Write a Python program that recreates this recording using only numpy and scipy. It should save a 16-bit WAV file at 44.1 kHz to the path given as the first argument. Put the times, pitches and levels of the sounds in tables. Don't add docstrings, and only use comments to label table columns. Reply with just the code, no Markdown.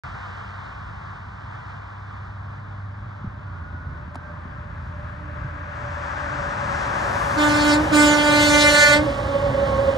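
import sys
import numpy as np
from scipy import signal
from scipy.fft import rfft, irfft, next_fast_len
from scipy.io import wavfile

SR = 44100
rng = np.random.default_rng(int(sys.argv[2]) if len(sys.argv) > 2 else 0)


def materialize(psi):
    bounded = np.clip(np.atleast_2d(psi).T, -1, 1)
    quanta = np.round(bounded * 32767).astype(np.int16)
    wavfile.write(sys.argv[1], SR, quanta)


N = 439677
TIME = np.arange(N) / SR
FFT_SIZE = next_fast_len(N + 4096, True)
BIN_HZ = np.maximum(np.arange(FFT_SIZE // 2 + 1) * SR / FFT_SIZE, 1)


def from_db(db):
    return 10 ** (np.asarray(db) / 20)


def in_time(rows, t=TIME):
    seconds, *columns = np.transpose(rows)
    return [np.interp(t, seconds, column) for column in columns]


def at_hz(rows, hz):
    points, *columns = np.transpose(rows)
    return [np.interp(np.log(hz), np.log(points), column) for column in columns]


def bell(x, centre, width):
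    return np.exp(-((x - centre) / width) ** 2)


def glide(start, end, first_hz, last_hz, level_db):
    done = np.clip((TIME - start) / (end - start), 0, 1)
    return first_hz + (last_hz - first_hz) * done, level_db + 20 * np.log10(np.sin(np.pi * done) + 1e-6)


def drift(rate_hz, t=TIME):
    pole = np.exp(-2 * np.pi * rate_hz / 1000)
    slow = signal.lfilter([1], [1, -2 * pole, pole * pole], rng.standard_normal(12000))[1500:]
    return np.interp(t * 1000, np.arange(len(slow)), slow / slow.std())


def fading(rate_hz, t=TIME):
    return (drift(rate_hz, t) + 1j * drift(rate_hz, t)) / np.sqrt(2)


def place(mid, side, image, hz):
    alike, lead, balance_db = at_hz(image, hz)
    alike, tilt = np.clip(alike, 0, 1), from_db(balance_db / 2)
    mid, side = np.sqrt(1 + alike) * mid, np.sqrt(1 - alike) * side
    left, right = (mid + side) * tilt * np.exp(1j * lead), (mid - side) / tilt
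    return np.array([left, right]) / np.sqrt(tilt ** 2 + tilt ** -2)


def roar(levels, eq, image, hiss_hz, flutter_db, low_cut_hz, grass=0, grass_hz=1100, air=0, air_hz=9500):
    level_db, hiss_db = levels
    white = rfft(rng.standard_normal((2, FFT_SIZE))) * np.sqrt(SR / 2)
    spectrum = place(*white, image, BIN_HZ) * from_db(at_hz(eq, BIN_HZ)[0])
    spectrum /= np.sqrt(1 + (low_cut_hz / BIN_HZ) ** 8)
    high = 1 - 1 / (1 + (BIN_HZ / hiss_hz) ** 4)
    low = (1 - high) / (1 + (BIN_HZ / grass_hz) ** 8)
    highest = high / (1 + (air_hz / BIN_HZ) ** 12)
    bands = low, 1 - low - high, high - highest, highest
    body, middle, hiss, top = (irfft(spectrum * band, FFT_SIZE)[:, :N] for band in bands)
    far_db = np.minimum(hiss_db, 0)
    body = body * from_db(grass * far_db)
    hiss = hiss + top * from_db(air * far_db)
    return from_db(level_db + flutter_db * drift(3.3)) * (body + middle + hiss * from_db(hiss_db))


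def hum(controls, harmonics, image, rough, width_hz):
    hz, level_db = controls
    phase = 2 * np.pi * np.cumsum(hz) / SR
    out = 0
    for k, harmonic_db in harmonics:
        tone = np.sqrt(1 - rough) + np.sqrt(rough) * fading(width_hz)
        pair = place(tone, fading(width_hz), image, k * np.median(hz))
        out += from_db(harmonic_db) * (pair * np.exp(1j * k * phase)).real
    return np.sqrt(2) * from_db(level_db) * out


# time in seconds, level in dB, hiss gain in dB.
RUMBLE_LEVELS = [(0, -59, -12), (2.5, -60.5, 6), (4, -56.5, 13.5), (6.2, -54, 3), (7.1, -51, 16),
                 (9.97, -49, 12)]
# frequency in Hz, gain in dB.
RUMBLE_EQ = [(18, -34), (30, -25), (50, -3), (65, 1.5), (90, -2), (125, -0.5), (170, -10), (250, -19.5),
             (500, -41), (2000, -90)]
# frequency in Hz, likeness 0-1, left lead in radians, left over right in dB.
RUMBLE_STEREO = [(40, .985, 0, -.3), (100, .98, .05, -.8), (220, .95, .1, -2)]


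def wind_rumble():
    return roar(in_time(RUMBLE_LEVELS), RUMBLE_EQ, RUMBLE_STEREO,
                hiss_hz=395, flutter_db=1.37, low_cut_hz=22)


# start in seconds, level in dB, ring in Hz, seconds to fall 60 dB.
FINGER_BUMPS = [(3.244, -17.5, 183, 0.044), (3.274, -18.5, 90, 0.043), (3.745, -24.5, 262, 0.025),
                (4.079, -27, 200, 0.037), (4.161, -27, 262, 0.037), (4.455, -21, 171.5, 0.026),
                (5.446, -23.5, 130, 0.13)]
# start in seconds, level in dB, decay in seconds.
FINGER_TICKS = [(4.1455, -37, 0.0034), (4.1517, -42, 0.0026), (4.1556, -27.5, 0.0028), (4.1625, -44, .001)]
# frequency in Hz, gain in dB.
TICK_EQ = [(200, -7), (800, 7), (1700, 3), (3000, -14), (8500, -19.5), (11000, -32), (16000, -48)]


def handling():
    bumps, ticks = np.zeros(N), np.zeros(N)
    for start, level_db, hz, t60 in FINGER_BUMPS:
        age = TIME[:N - round(start * SR)]
        envelope = from_db(level_db - 60 * np.minimum(age / t60, 4)) * (1 - np.exp(-age / 0.0013))
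        bumps[-len(age):] += envelope * np.sin(2 * np.pi * hz * age)
    for start, level_db, decay in FINGER_TICKS:
        age = TIME[:N - round(start * SR)]
        envelope = from_db(level_db) * np.exp(-np.minimum(age / decay, 20))
        ticks[-len(age):] += envelope * rng.standard_normal(len(age))
    eq = from_db(at_hz(TICK_EQ, BIN_HZ)[0])
    eq /= np.sqrt(np.mean(eq ** 2))
    return bumps + irfft(rfft(ticks, FFT_SIZE) * eq, FFT_SIZE)[:N]


def drive_by(loudest_s, half_s, level_db, fall_db, hiss_db, hiss_fall_db, hiss_lag_s):
    decades = np.log10(np.hypot(1, (TIME - loudest_s) / half_s))
    hiss_decades = np.log10(np.hypot(1, (TIME - loudest_s - hiss_lag_s) / half_s))
    return level_db - fall_db * decades, hiss_db - hiss_fall_db * hiss_decades


# frequency in Hz, gain in dB.
LEAVING_EQ = [(150, -7), (400, -13), (560, -8.5), (800, -1.5), (1150, -1), (1600, -5), (2100, -16),
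              (2800, -22.5), (3800, -27.5), (6000, -38), (9000, -51.5), (14000, -93)]
# frequency in Hz, likeness 0-1, left lead in radians, left over right in dB.
LEAVING_STEREO = [(120, 1, 3.5, -16), (420, 0.97, 1.67, 1.5), (730, 0.52, 3, 4.5), (1145, 1, 0.25, 0.5),
                  (1690, 0.35, -0.4, -0.5), (2600, 1, 0, 0), (7000, 0.87, 0, -2)]


def leaving_car():
    levels = drive_by(loudest_s=-2.5, half_s=0.28, level_db=-51, fall_db=15.5,
                      hiss_db=16, hiss_fall_db=11.5, hiss_lag_s=0.25)
    return roar(levels, LEAVING_EQ, LEAVING_STEREO, hiss_hz=1550, flutter_db=0.85, low_cut_hz=110)


# frequency in Hz, gain in dB.
PASSING_EQ = [(150, -16), (400, -22), (750, 0.5), (1100, 0.5), (1650, -2.5), (2100, -13), (2800, -19.5),
              (3800, -25), (6000, -26), (8700, -35), (11500, -40.5), (16000, -53)]
# frequency in Hz, likeness 0-1, left lead in radians, left over right in dB.
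PASSING_STEREO = [(202, 0.99, -6.5, -11), (398, 0.49, 4, 6), (680, 1, 3.5, 8), (1010, 0.27, 3.5, 14.5),
                  (1560, 1, 1.5, 4), (2290, 0.12, 3, 3.5), (3470, 0.73, -1, -3.5), (7140, 0.99, 0, 0.5)]


def passing_car(opens_s=5.73, opening_s=0.046):
    level_db, hiss_db = drive_by(loudest_s=7, half_s=1.13, level_db=-54.5, fall_db=42,
                                 hiss_db=2, hiss_fall_db=32, hiss_lag_s=0.88)
    muffled = 0.5 - 0.5 * np.tanh((TIME - opens_s) / opening_s)
    levels = level_db - 2 * muffled, hiss_db - 5.5 * muffled
    return roar(levels, PASSING_EQ, PASSING_STEREO, hiss_hz=3160, flutter_db=0.84, low_cut_hz=100,
                grass=0.83, grass_hz=1080, air=4.9)


TRUCK_M_PER_S, ALONGSIDE_S, LANE_M, SOUND_M_PER_S = 20, 9.85, 9, 343


def truck_distance(t=TIME):
    return np.hypot(LANE_M, TRUCK_M_PER_S * (ALONGSIDE_S - t))


# time in seconds, level in dB, hiss gain in dB.
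TRUCK_LEVELS = [(0, -110, -13), (5, -84, -3.5), (7, -64.5, -30), (8, -58.5, -2), (8.7, -62.5, 4),
                (9.15, -62.5, -2.5), (9.5, -60, -6), (9.97, -61, -5)]
# frequency in Hz, gain in dB.
TRUCK_EQ = [(150, 2.5), (400, -1.5), (750, 2.5), (1100, -2.5), (1600, -4), (2100, -7.5), (2800, -10),
            (3800, -14), (6000, -22.5), (9000, -30), (12000, -38.5), (16000, -51)]
# frequency in Hz, likeness 0-1, left lead in radians, left over right in dB.
TRUCK_STEREO = [(198, 1, 0, 0.5), (473, 1, -1.13, -5), (734, 1, 2.5, -4.5), (1030, 0.34, 0.3, -6),
                (1550, 0.31, 0, -3.5), (2440, 0.95, -0.54, -0.5), (7000, 0.99, 0.5, -2)]


def truck_tyres():
    return roar(in_time(TRUCK_LEVELS), TRUCK_EQ, TRUCK_STEREO,
                hiss_hz=2520, flutter_db=0.65, low_cut_hz=90)


# time in seconds, tread block rate in Hz.
TREAD_PITCH = [(0, 297), (5, 297.1), (5.7, 293.5), (6.9, 283.8), (8.5, 284.7), (9.15, 280.4), (9.72, 273.2),
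               (9.97, 273.4)]
# harmonic number, gain in dB.
TREAD_HARMONICS = [(1, -12), (2, 2.5), (3, -14), (4, -10.5)]
# start and end in seconds, first and last Hz, level in dB.
TREAD_DRONES = [(5.152, 5.78, 298, 290, -46), (6.2, 6.7, 292, 288, -44.5)]


def tread_whine():
    metres = truck_distance()
    fall_db = 3.5 * np.log10(metres / LANE_M) + 0.27 * (metres - LANE_M)
    level_db = -23.8 - fall_db + 3 * bell(TIME, centre=6.15, width=0.36)
    hz = in_time(TREAD_PITCH)[0]
    whine = hum((hz, level_db), TREAD_HARMONICS, TRUCK_STEREO, rough=0.81, width_hz=17.1)
    return whine + sum(hum(glide(*drone), [(1, 0)], TRUCK_STEREO, rough=0.4, width_hz=4)
                       for drone in TREAD_DRONES)


# time in seconds, firing rate in Hz, level in dB.
DIESEL_REVS = [(0, 95.9, -43), (2, 99.16, -42.5), (2.6, 99.5, -38), (3.45, 99.2, -42), (3.6, 86, -39),
               (5.3, 82.7, -40.5), (5.9, 82.6, -39.5), (6.3, 80.8, -48), (9.97, 76, -62)]
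# harmonic number, gain in dB.
DIESEL_HARMONICS = [(1, 2), (2, -12), (3, -22.5)]


def diesel_exhaust():
    return hum(in_time(DIESEL_REVS), DIESEL_HARMONICS, RUMBLE_STEREO, rough=0.13, width_hz=2.8)


# start and end in seconds, first and last Hz, level in dB.
TURBO_SWELLS = [(3.419, 4.084, 1407, 1502, -44), (4.123, 4.35, 1549, 1585, -47.5)]


def turbo_whistle():
    return sum(hum(glide(*swell), [(1, 0)], TRUCK_STEREO, rough=0.21, width_hz=17)
               for swell in TURBO_SWELLS)


def field_echoes(dry, level_db, t60, dull_hz):
    t = TIME[:SR]
    tail = rng.standard_normal((2, SR)) * from_db(-60 * t / t60) * (t > 0.02)
    tail /= np.sqrt(np.sum(tail ** 2, axis=1, keepdims=True))
    tail = signal.sosfilt(signal.butter(1, dull_hz, fs=SR, output="sos"), tail)
    return from_db(level_db) * signal.fftconvolve(dry, tail, axes=1)[:, :N]


# time in seconds, gain in dB at full depth.
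HORN_WAVER = [(7.42, 0), (7.6, -1), (7.72, 0.5), (8, 5.5), (8.2, -4), (8.43, 0.5), (8.75, 1.5),
              (8.92, -1.5)]
HORN_RESPONSE = [(1, 0.84, 1.25), (1.98, 0.05, 0.35), (4.05, 0.12, 0.15), (5.05, 0.34, 0.43),
                 (7, 0.21, 1.6), (12.1, 0.58, 0.98), (23.6, 1.15, 1.32)]


def horn_path(t, hz, k, horn_height_m=4.1, mic_height_m=1.6, reference_m=30, echo_cutoff_hz=507):
    metres = truck_distance(t)
    bounced_m = np.hypot(metres, horn_height_m + mic_height_m)
    direct_m = np.hypot(metres, horn_height_m - mic_height_m)
    reflection = 0.99 / (1 + (k * hz / echo_cutoff_hz) ** 8)
    echo = reflection * np.exp(-2j * np.pi * k * hz * (bounced_m - direct_m) / SOUND_M_PER_S)
    waver_depth, nearness = at_hz(HORN_RESPONSE, k)
    waver_db = waver_depth * in_time(HORN_WAVER, t)[0]
    blare_db = 7.5 * bell(t, centre=8.8, width=0.14) * bell(np.log2(k * hz / 1730), centre=0, width=0.26)
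    return (1 + echo) * (reference_m / metres) ** nearness * from_db(waver_db + blare_db)


# harmonic number, level in dB.
HORN_HARMONICS = [(1, -19), (2, -24.5), (3, -27.5), (4, -29.5), (5, -23.5), (6, -31), (7, -26.5), (8, -29),
                  (10, -32.5), (12, -36.5), (15, -36.5), (19, -43), (23, -41.5), (33, -51.5), (40, -60),
                  (52, -71.5)]
# frequency in Hz, likeness 0-1, left lead in radians, left over right in dB.
HORN_STEREO = [(300, 0.95, -0.6, -1), (583, 1, -0.68, -1.5), (890, 0.56, 0.98, -0.5),
               (1150, 0.87, -0.32, -3.5), (1470, 1, -0.12, -14), (1740, 0.9, -0.18, 0),
               (2500, 0.95, -0.32, 1), (4750, 1, -0.18, -5), (7000, 0.72, 0.44, -4), (9100, 1, 0.22, 0)]
# valve opening and closing in seconds, gain in dB.
HORN_BLASTS = [(7.36, 7.74, 0.5), (7.91, 8.94, 1.42)]
REED_HZ, START_SHARP_HZ, SETTLE_S, SAG_HZ_PER_S, RELEASE_HZ_PER_S = 280.1, 4.58, 0.044, 1.7, 100
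ATTACK_S, DRAIN_DB_PER_OCTAVE_S, STALL_S = 0.015, 64, 0.053


def air_horn(opens, closes, blast_db, darkening=0.57, jitter_hz=0.4, rasp=0.1, rasp_hz=84,
             scatter_low=0.0092, scatter_high=0.99, kinship=0.49, fade_hz=9.9):
    sounding = (TIME > opens) & (TIME < closes + 4 * STALL_S)
    t, out = TIME[sounding], np.zeros((2, N))
    age, shut_s = t - opens, np.maximum(t - closes, 0)
    reed_hz = REED_HZ + START_SHARP_HZ * np.exp(-age / SETTLE_S) - SAG_HZ_PER_S * age
    reed_hz += RELEASE_HZ_PER_S * shut_s
    hz = reed_hz / (1 + np.gradient(truck_distance(t), t) / SOUND_M_PER_S)
    phase = 2 * np.pi * np.cumsum(hz + jitter_hz * drift(25, t)) / SR
    pressure_db = 20 * np.log10(1 - np.exp(-age / ATTACK_S) + 1e-6) - (shut_s / STALL_S) ** 3
    tilt_db_per_octave = darkening * pressure_db - DRAIN_DB_PER_OCTAVE_S * shut_s
    scattered = fading(fade_hz, t)
    for k in range(1, 54):
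        level_db = at_hz(HORN_HARMONICS, k)[0] + blast_db + pressure_db + tilt_db_per_octave * np.log2(k)
        scatter = scatter_low + (scatter_high - scatter_low) * (k - 1) ** 2 / (k ** 2 + 55)
        scattered = kinship * scattered + np.sqrt(1 - kinship ** 2) * fading(fade_hz, t)
        tone = np.sqrt(1 - scatter) + np.sqrt(scatter) * scattered
        tone += rasp * np.sqrt(k) * fading(rasp_hz, t)
        pair = place(tone, fading(fade_hz, t), HORN_STEREO, k * np.median(hz)) * horn_path(t, hz, k)
        carrier = np.exp(1j * (k * phase + rng.uniform(0, 2 * np.pi)))
        out[:, sounding] += np.sqrt(2) * from_db(level_db) * (pair * carrier).real
    return out


def scene():
    cars = leaving_car() + passing_car()
    truck = truck_tyres() + tread_whine() + diesel_exhaust() + turbo_whistle()
    horn = sum(air_horn(*blast) for blast in HORN_BLASTS)
    wind = wind_rumble()
    echoes = field_echoes(horn, level_db=-26, t60=0.15, dull_hz=2500)
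    return wind + handling() + cars + truck + echoes + horn


# frequency in Hz, phase in radians.
LEFT_PORT_PHASE = [(1400, 0), (1900, -1.2), (2250, -2.1), (2700, -np.pi), (3300, -4.8), (3900, -2 * np.pi)]


def record(dry, silent_until_s=0.036, ceiling=1.2, cutoff_hz=15750):
    port = np.exp(1j * at_hz(LEFT_PORT_PHASE, BIN_HZ)[0])
    left = irfft(rfft(dry[0], FFT_SIZE) * port, FFT_SIZE)[:N]
    rounded = ceiling * np.tanh(np.array([left, dry[1]]) / ceiling)
    high_cut = signal.ellip(10, 0.1, 80, cutoff_hz, fs=SR, output="sos")
    return signal.sosfilt(high_cut, rounded * (TIME > silent_until_s))


dry = scene()
out = record(dry)
materialize(out)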